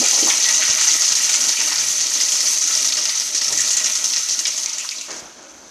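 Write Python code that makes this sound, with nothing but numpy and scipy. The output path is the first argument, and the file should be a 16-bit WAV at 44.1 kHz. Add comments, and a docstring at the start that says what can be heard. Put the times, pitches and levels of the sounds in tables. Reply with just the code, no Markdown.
"""A pressure-fed toilet flushes in a tiled restroom, with the microphone just above the bowl.
Aerated water hisses and sputters from the rim: coloured noise and volleys of tiny ringing bubbles.
It splashes in the bowl and gulps in the drain, as bursts and bubbles coloured by resonances.
The spurts weaken and thin out as the valve closes, with sharp spits among them.
The trap gives a last faint gulp and the water settles; tile echo, pipe hum and low rumble lie behind."""
import sys
import numpy as np
from scipy import signal
from scipy.fft import rfft, irfft, next_fast_len
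from scipy.io import wavfile
from scipy.ndimage import map_coordinates

SR = 44100
rng = np.random.default_rng(int(sys.argv[2]) if len(sys.argv) > 2 else 0)


def wav_out(sig):
    """Save sig, one row per channel (or a flat mono array), as 16-bit PCM at SR to the path in sys.argv[1]."""
    wavfile.write(sys.argv[1], SR, np.round(np.clip(np.atleast_2d(sig).T, -1, 1) * 32767).astype(np.int16))


N = 251370
TIME = np.arange(N) / SR  # seconds

# Flow through the rim, dying as the valve closes. Each row: time in seconds, level in dB.
RIM_FLOW = [(0.0, -15.5), (1.3, -18), (1.62, -19.5), (2.81, -19), (3.19, -22.5), (3.41, -22.5),
            (3.59, -19.5), (3.76, -20.5), (4.51, -25), (5.03, -31.5), (5.27, -44), (5.7, -46.5)]
# How hard the water lands in the bowl. Each row: time in seconds, level in dB.
BOWL_POUR = [(0.0, -28), (0.3, -29), (0.7, -26.5), (1.14, -30), (1.65, -29), (1.95, -33), (2.87, -31.5),
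             (3.21, -34), (3.4, -36.5), (3.73, -33), (4.97, -41), (5.3, -48), (5.7, -52.5)]
# Big spurts of air and water from the rim.
# Each row: start in seconds, relative level in dB, nominal length in seconds, ring pitch in Hz.
BIG_SPURTS = [(0.038, -15.5, 0.015, 6600), (0.188, -27, 0.026, 5900), (0.44, -17, 0.013, 4660),
              (0.486, -12, 0.02, 6000), (0.699, -11.5, 0.0096, 5730), (0.811, -12, 0.029, 6350),
              (1.1205, -9.5, 0.0047, 5670), (1.152, -12.5, 0.03, 6100), (1.21, -18, 0.012, 6260),
              (1.292, -13.5, 0.033, 6100), (1.403, -13.5, 0.06, 6150), (1.483, -14, 0.034, 6000),
              (1.757, -15, 0.0048, 5500), (1.781, -16.5, 0.008, 4800), (1.816, -21, 0.0063, 6500),
              (1.883, -14, 0.0098, 6060), (2.004, -13, 0.015, 5970), (2.201, -15.5, 0.026, 5250),
              (2.405, -14.5, 0.027, 5500), (2.319, -16, 0.03, 6600), (2.613, -15, 0.045, 6100),
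              (2.675, -14, 0.016, 6250), (2.709, -23, 0.0077, 6750), (2.751, -14.5, 0.016, 5270),
              (2.845, -13.5, 0.027, 5840), (2.886, -17, 0.016, 5400), (2.9224, -13, 0.0061, 4700),
              (2.969, -13, 0.022, 5800), (3.054, -13, 0.005, 5400), (3.092, -16.5, 0.012, 5000),
              (3.198, -16.5, 0.032, 5330), (3.348, -12, 0.03, 5830), (3.415, -15, 0.038, 5800),
              (3.4814, -12.5, 0.0057, 5830), (3.523, -13, 0.0098, 6270), (3.574, -12, 0.017, 6500),
              (3.603, -11.5, 0.014, 6500), (3.705, -13, 0.022, 6560), (3.768, -11, 0.014, 6670),
              (3.8425, -11.5, 0.008, 5800), (3.858, -13, 0.015, 5900), (3.897, -19, 0.0047, 6100),
              (3.951, -14, 0.02, 6360), (4.042, -12.5, 0.033, 6000), (4.134, -15.5, 0.007, 5200),
              (4.161, -12, 0.022, 5900), (4.286, -13.5, 0.041, 6000), (4.391, -12.5, 0.012, 6080),
              (4.452, -13.5, 0.0065, 5540), (4.468, -12.5, 0.014, 6300), (4.577, -19.5, 0.017, 6560),
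              (4.692, -20.5, 0.01, 5500), (4.73, -20, 0.01, 5900), (4.782, -20.5, 0.019, 6630),
              (4.911, -21.5, 0.0074, 6300), (5.012, -23, 0.0067, 6400), (5.106, -25, 0.066, 6100)]
# Single air pockets that burst. Each row: start in seconds, relative level in dB, pitch in Hz.
AIR_SPITS = [(3.4138, -6, 4650), (3.6853, -9, 5000), (4.66, -0.5, 5900), (4.7840, -7, 6400),
             (4.8906, -5, 4840)]
# Gulps and plops of air. Each row: start in seconds, relative level in dB, pitch in Hz,
# width in octaves, time to fall 60 dB in seconds.
AIR_GULPS = [(0.0, -16.5, 269, 0.25, 0.06), (.012, -26, 591, 0.57, 0.21), (.125, -33, 635, 0.7, 0.73),
             (0.22, -27.5, 397, 0.72, 0.29), (0.249, -29.5, 338, 0.59, 0.17), (.27, -26, 893, 0.47, 0.24),
             (0.299, -18.5, 3400, 0.15, 0.093), (0.302, -21.5, 2240, 0.42, 0.17),
             (.45, -31, 1943, 0.061, 0.95), (.62, -21.5, 2200, 0.7, 0.16), (1.57, -23.5, 2570, 0.25, 0.15),
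             (1.715, -28, 1490, 0.9, 0.17), (3.5, -32.5, 526, 1.06, 0.23), (3.575, -31, 1865, 0.11, 0.35),
             (4.453, -19.5, 2910, 0.56, 0.074), (4.659, -36, 2310, 0.16, 0.26),
             (4.795, -30.5, 2700, 0.22, 0.19), (4.842, -35, 1230, 0.55, 0.091),
             (4.918, -32.5, 2390, 0.18, 0.18), (4.983, -28, 4260, 0.37, 0.089),
             (5.006, -37.5, 2720, 0.16, 0.2), (5.082, -35, 868, 1.64, 0.56),
             (5.42, -50.5, 548, 0.028, 0.69)]
# Soft low bumps. Each row: start in seconds, relative level in dB.
LOW_BUMPS = [(0.698, -35), (1.119, -44)]
# Swells of low rumble. Each row: time of the peak in seconds, its level in dB.
RUMBLE_SWELLS = [(0.0, -51), (3.52, -50.5), (5.2, -52), (5.56, -55)]
# Swells of the pipe's hum. Each row: time of the peak in seconds, its level in dB.
HUM_SWELLS = [(1.8, -49.5), (3.12, -58), (3.54, -51.5)]

# Resonances of the air in the bowl. 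Each row: frequency in Hz, width in Hz, relative strength in dB.
BOWL_MODES = [(902, 38, 5.5), (1288, 97, 6.5), (1438, 11, 7.5), (1920, 105, 4.5), (2310, 270, -2.5),
              (2828, 28, 1)]
# Resonances of the trap. Each row: frequency in Hz, width in Hz, relative strength in dB.
TRAP_MODES = [(253.5, 14.3, 1.5), (310, 53, -1.5), (457, 93, -2.5), (620, 19.4, 6)]
# Decay of the tiled room. Each row: frequency in Hz, time to fall 60 dB in seconds.
TILE_DECAY = [(150, 0.11), (1000, 0.68), (5000, 0.82), (12000, 0.033)]

# Spectra of rim hiss, mist, spurts, splash, drain, settling water and room rumble.
# Each row: frequency in Hz, relative level in dB per Hz.
HISS_SPECTRUM = [(1000, -40), (2500, -10), (3600, -9), (4400, -1.5), (5100, -1), (5750, 5.5), (6150, 9.5),
                 (6700, 4.5), (7300, -1.5), (8000, -10.5), (10000, -16.5), (13500, -38)]
MIST_SPECTRUM = [(5000, -22), (7500, 7), (9000, 3.5), (11000, -0.5), (12500, -4), (13800, -10.5)]
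SPURT_SPECTRUM = [(1000, -62), (2500, -21.5), (3600, -13), (4400, -6), (5100, -3), (5750, 5), (6200, 5),
                  (6700, 3), (7300, -3.5), (8000, -9.5), (10000, -19), (13500, -30)]
SPLASH_SPECTRUM = [(300, -20), (700, -8.5), (1200, -8.5), (1650, -3), (2000, -0.5), (3000, 5), (4200, 3),
                   (7000, -45)]
DRAIN_SPECTRUM = [(40, -45), (120, -24), (190, -8.5), (240, -2), (400, -7), (700, -3.5), (1100, 2),
                  (2500, -49)]
SETTLE_SPECTRUM = [(120, -20), (210, -2.5), (330, 1), (450, -6), (560, -0.5), (1100, -6.5), (1450, -3),
                   (1800, -7), (4000, -29), (9000, -44)]
RUMBLE_SPECTRUM = [(20, -22), (38, -14), (58, -6), (90, -16), (200, -11), (600, -35)]

HISS_DB, MIST_DB = -0.5, -11  # hiss against the flow; offset of the mist
MIST_GROWS, MIST_FULL_DB = 1.093, -18.5  # mist dB per dB of flow; flow above which it grows no more
SPLASH_DB, SLAP_DB = -4, 3.5  # steady splash against the pour; a spurt's slap against that
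DRAIN_DB, DRAIN_GROWS = -25.5, 0.61  # offset of the drain; its dB per dB of pour
SMALL_PER_S = 13  # small spurts a second, before those close to a big one are left out
SMALL_DB, SMALL_SCATTER_DB = -0.5, 5.5  # level against the flow; its scatter
SMALL_LENGTH_S, SMALL_HZ, SMALL_SCATTER_HZ = 0.015, 5900, 302  # typical length; ring; its scatter
SHUT_S = 5.08  # the valve shuts
TOP_HZ = 13900  # the recorder's band limit


def amp(db):
    """Decibels to gain."""
    return 10 ** (np.asarray(db) / 20)


def unit(x):
    """Scale to rms 1."""
    return x / np.sqrt(np.mean(x ** 2) + 1e-20)


def along(points, hz):
    """Read (Hz, value) points on a log frequency axis."""
    f, v = np.transpose(points)
    return np.interp(np.log(hz + 1), np.log(f + 1), v)


def flow_at(s):
    """The flow in dB at time s."""
    return np.interp(s, *np.transpose(RIM_FLOW))


def add(track, s, sound):
    """Mix a sound into a track at time s."""
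    start = min(max(round(s * SR), 0), N)
    track[start:start + len(sound)] += sound[:N - start]


def wobble(rate):
    """A smooth random curve of rms 1, with rate knots a second."""
    knots = rng.standard_normal(N // 8)
    return unit(map_coordinates(knots, [TIME * rate], order=3, mode="wrap"))


def surges(rate, life_s, spread_db):
    """An envelope of rms 1: rate random surges a second, each starting at once and dying away."""
    chance, size = rng.random((2, N))
    power = (chance < rate / SR) * amp(spread_db * size) ** 2
    decay = np.exp(-2 / (life_s * SR))
    # run twice, so that the surges are already under way at the start
    running = signal.lfilter([1], [1, -decay], np.tile(power, 2))[N:]
    return unit(np.sqrt(running))


def swells(rows, rest_db, rise_s, fall_s):
    """A resting level from which each (s, peak dB) row rises and falls away."""
    peaks = 0
    for s, db in rows:
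        distance = np.maximum((s - TIME) / rise_s, (TIME - s) / fall_s)
        peaks = peaks + amp(db) * np.exp(-distance)
    return np.hypot(amp(rest_db), peaks)


def coloured(x, gain):
    """Causal minimum-phase filter with the shape of gain; white noise keeps its power."""
    size = 2 * next_fast_len(len(x) // 2 + 8192)
    shape = unit(gain(np.fft.rfftfreq(size, 1 / SR)))
    cepstrum = irfft(np.log(shape + 1e-6))
    # folding the cepstrum onto positive time makes the filter causal
    cepstrum[1:size // 2] *= 2
    cepstrum[size // 2 + 1:] = 0
    return irfft(rfft(x, size) * np.exp(rfft(cepstrum)))[:len(x)]


def body(spectrum, modes=(), ring_db=0):
    """Gain of a broad spectrum with resonances standing on it."""
    def gain(f):
        peaks = sum(amp(db + ring_db) ** 2 / (1 + (2 * (f - hz) / width) ** 2)
                    for hz, width, db in modes)
        return amp(along(spectrum, f)) * np.sqrt(1 + peaks)
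    return gain


def crackle(rate, life_s, spread_db):
    """Noise of rms 1 made of tiny bursts of unequal size."""
    return unit(rng.standard_normal(N) * surges(rate, life_s, spread_db))


def bubbles(count, low_hz, high_hz, cycles, spread_db):
    """A cloud of bubbles of rms 1; each rings for a few cycles and rises in pitch."""
    when, pitch, size = rng.random((count, 3)).T[:, :, None]
    hz = low_hz * (high_hz / low_hz) ** pitch
    n = np.arange(int(2 * SR * cycles / low_hz))
    age = n / SR * hz / cycles  # in decay lifetimes
    tone = np.sin(2 * np.pi * cycles * age * (1 + 0.032 * age))
    ring = tone * np.exp(-age) * (1 - np.exp(-8 * age))
    ring = ring * amp(spread_db * size) * np.sqrt(hz)
    places = (when * N).astype(int) + n
    return unit(np.bincount(places.ravel(), ring.ravel(), N)[:N])


def spray(flow_db, waver_db=1.33):
    """Aerated water hisses from the rim holes near 6 kHz in small surges, under a wavering mist."""
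    cloud = bubbles(count=9000, low_hz=2978, high_hz=8810, cycles=7.3, spread_db=21)
    grains = unit(rng.standard_normal(N) + 0.5 * cloud)
    flutter = unit(np.hypot(.8, surges(rate=70, life_s=0.036, spread_db=0.5)))
    hiss = amp(flow_db + HISS_DB) * flutter * unit(coloured(grains, body(HISS_SPECTRUM)))
    mist_db = MIST_DB + MIST_GROWS * np.minimum(flow_db, MIST_FULL_DB) + waver_db * wobble(rate=12)
    fizz = coloured(crackle(rate=690, life_s=0.0092, spread_db=8), body(MIST_SPECTRUM))
    return hiss + amp(mist_db) * fizz


def choke(depth=0.19, gather_s=0.012):
    """Air gathering in the rim chokes the stream just before each big spurt."""
    blocked = np.zeros(N)
    plug = np.exp(-np.arange(SR // 20)[::-1] / (gather_s * SR))
    for s, *_ in BIG_SPURTS:
        add(blocked, s - len(plug) / SR, plug)
    return 1 - np.clip(depth * blocked, 0, .9)


def bowl_splash(pour_db, spurts, refill_s=4.77, rise=1.15, slap_t60=0.17, slap_grows=0.27):
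    """Water hits porcelain and pool, each spurt with a slap; the bowl rings higher once it refills."""
    slaps, t = np.zeros(N), np.arange(SR // 5) / SR
    for s, db, *_ in spurts:
        slap_db = SLAP_DB + slap_grows * (db - flow_at(s))
        add(slaps, s, amp(slap_db - 60 * t / slap_t60))
    spatter = crackle(rate=230, life_s=0.016, spread_db=4.5)
    plinks = bubbles(count=3000, low_hz=882.0, high_hz=4070, cycles=9.7, spread_db=21)
    drops = unit(spatter + amp(-11.5) * plinks)
    pour = amp(pour_db + SPLASH_DB) * np.hypot(1, slaps) * drops
    empty = body(SPLASH_SPECTRUM, BOWL_MODES, ring_db=6.5)
    full = np.clip((TIME - refill_s) / 0.44, 0, 1)  # crossfade from empty to refilled
    return (1 - full) * coloured(pour, empty) + full * coloured(pour, lambda f: empty(f / rise))


def drain(pour_db):
    """Water churns and gurgles down the trap: bursts ringing its resonances, and low bubbles."""
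    bursts = crackle(rate=150, life_s=0.022, spread_db=20)
    churn = unit(coloured(bursts, body(DRAIN_SPECTRUM, TRAP_MODES, ring_db=8.5)))
    gurgle = bubbles(count=400, low_hz=227.3, high_hz=902, cycles=7.0, spread_db=29)
    return amp(DRAIN_DB + DRAIN_GROWS * pour_db) * (churn + amp(-11) * gurgle)


def gulps(count=90, cycles=7, ring_db=-5, attack_cycles=1.34):
    """An air pocket collapses with a wet slap and a cluster of ringing bubbles around one pitch."""
    track, t = np.zeros(N), np.arange(SR // 2) / SR
    for s, db, hz, octaves, t60 in AIR_GULPS:
        fading = amp(-60 * t / t60) * (1 - np.exp(-t * hz / attack_cycles))
        band = lambda f: 1 / (1 + (np.log2((f + 1) / hz) / octaves) ** 4)
        slap = fading * coloured(rng.standard_normal(SR), band)[-len(t):]
        pitch = hz * 2 ** (octaves * rng.uniform(-1.1, 1, (count, 1)))
        # the bubbles are born one after another over half the decay
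        born = t60 / 2 * (np.arange(count)[:, None] + rng.random((count, 1))) / count
        age = np.maximum(t[:int(.7 * t60 * SR)] - born, 0) * pitch / cycles
        tone = np.sin(2 * np.pi * cycles * age * (1 + 0.023 * age))
        ring = tone * np.exp(-age) * (1 - np.exp(-6 * age))
        cluster = (amp(-60 * born / t60) * ring).sum(0)
        strength = amp(db) * np.linalg.norm(fading)
        add(track, s, strength * slap / np.linalg.norm(slap))
        add(track, s, strength * amp(ring_db) * cluster / np.linalg.norm(cluster))
    return track


def ambience():
    """Faint low rumble in the room, which swells now and then."""
    low_cut = lambda f: 1 / np.sqrt(1 + (42 / (f + 1)) ** 8)
    boom = lambda f: amp(along(RUMBLE_SPECTRUM, f)) * low_cut(f)
    level = swells(RUMBLE_SWELLS, rest_db=-77, rise_s=.04, fall_s=0.11)
    return level * coloured(rng.standard_normal(N), boom)


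def pipe_hum(hum_hz=127, width_hz=11):
    """The flow unsteadily excites one low resonance of the supply pipe."""
    mode = lambda f: 1 / (1 + (2 * (f - hum_hz) / width_hz) ** 2)
    level = swells(HUM_SWELLS, rest_db=-71, rise_s=0.048, fall_s=0.15)
    return level * unit(coloured(rng.standard_normal(N), mode))


def room(x):
    """The tiles answer 5 ms later with a tail in which each frequency dies at its own speed."""
    hz, t, z = signal.stft(rng.standard_normal(SR // 2), SR, nperseg=256)
    fading = amp(-60 * t / along(TILE_DECAY, hz)[:, None])
    tail = signal.istft(z * fading, SR, nperseg=256)[1]
    delayed = np.pad(x, (SR // 200, 0))
    return signal.fftconvolve(delayed, tail / np.linalg.norm(tail))[:N]


def rim_is_free(s, before_s=0.031, after_s=.025):
    """No small spurt escapes while a big one gathers or bursts."""
    return all(not start - before_s < s < start + after_s for start, *_ in BIG_SPURTS)


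def small_spurts(count=130, regularity=2.5):
    """Spurts at uneven intervals that follow the flow, as rows like the big ones."""
    # a weighted sum of three random waits is more even than a single one
    waits = rng.exponential(size=(count, 3)) @ [regularity, 1, 1]
    s = np.cumsum(waits) / (regularity + 2) / SMALL_PER_S
    size, stretch, pitch = np.clip(rng.standard_normal((count, 3)).T, -2, 2)
    level_db = flow_at(s) + SMALL_DB + SMALL_SCATTER_DB * size
    length = SMALL_LENGTH_S * 2 ** (stretch / 2)
    rows = np.transpose([s, level_db, length, SMALL_HZ + SMALL_SCATTER_HZ * pitch])
    return [row for row in rows if row[0] < SHUT_S and rim_is_free(row[0])]


def spurt_shape(length, fall_s=0.0026, pop=0.87, pop_s=0.006):
    """A spurt starts with a pop, sags while it lasts and then collapses."""
    t = np.arange(SR // 10) / SR
    collapse = np.exp(-np.maximum(t - 1.52 * length, 0) / fall_s)
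    return (1 + pop * np.exp(-t / pop_s)) * amp(-2.5 * t / length) * collapse


def sputter(spurts, rim_hz=6030):
    """Each spurt is a volley of tiny bursting bubbles ringing at its own pitch."""
    fizzle = bubbles(count=36000, low_hz=2284, high_hz=15000, cycles=2.95, spread_db=10.5)
    jets = np.zeros(N)
    for s, db, length, hz in spurts:
        shape = spurt_shape(length)
        ring = lambda f: amp(along(SPURT_SPECTRUM, f * rim_hz / hz))  # shifted to this pitch
        volley = shape * coloured(fizzle[int(s * SR):][:len(shape)], ring)
        add(jets, s, amp(db - 6.5) * volley * np.linalg.norm(shape) / np.linalg.norm(volley))
    return jets


def bumps(thud_hz=125, t60=0.031):
    """Short dull pushes: a low tone damped within a few cycles."""
    track, t = np.zeros(N), np.arange(SR // 8) / SR
    for s, db in LOW_BUMPS:
        add(track, s, amp(db + 6.5 - 60 * t / t60) * np.sin(2 * np.pi * thud_hz * t))
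    return track


def spits(life_s=0.00028, crossing_s=0.0019, echo_db=-5):
    """A sharp spit flutters between the bowl's walls, weaker at each crossing."""
    track, t = np.zeros(N), np.arange(SR // 100) / SR
    burst = (t / life_s) ** 2 * np.exp(2 - 2 * t / life_s)
    for s, db, hz in AIR_SPITS:
        tone = np.sin(2 * np.pi * hz * t) + 0.29 * np.sin(2 * np.pi * 0.82 * hz * t)
        for bounce in range(3):
            level = amp(db + echo_db * np.sqrt(bounce) - 2)
            add(track, s + bounce * crossing_s, level * tone * burst)
    return track


def settling(slosh_db=-41, rest_db=-49, rise_s=0.048, fall_s=0.26):
    """Once the valve has shut the water sloshes in the trap and calms down to a faint level."""
    age = np.maximum(TIME - SHUT_S, 0)
    slosh = amp(slosh_db) * np.exp(-age / fall_s)
    level = np.minimum(age / rise_s, 1) * np.hypot(amp(rest_db), slosh)
    return level * coloured(crackle(rate=360, life_s=0.037, spread_db=14), body(SETTLE_SPECTRUM))


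def scene():
    """All the water sounds in the restroom, with their echo, the hum, bumps and rumble."""
    flow_db = flow_at(TIME)
    pour_db = np.interp(TIME, *np.transpose(BOWL_POUR))
    spurts = list(BIG_SPURTS) + small_spurts()
    rim = sputter(spurts) + choke() * spray(flow_db) + spits()
    water = rim + bowl_splash(pour_db, spurts) + drain(pour_db) + gulps() + settling()
    echo = amp(-13) * room(water)
    return (water + echo + pipe_hum() + bumps() + ambience())[None]


def record(dry, ceiling=.72):
    """The recorder rounds off the highest peaks and keeps nothing above its band limit."""
    held = dry / (1 + np.abs(dry / ceiling) ** 6) ** (1 / 6)
    size = next_fast_len(N + SR // 4)
    passed = np.fft.rfftfreq(size, 1 / SR) < TOP_HZ
    return irfft(rfft(held, size) * passed, size)[..., :N]


dry = scene()
out = record(dry)
wav_out(out)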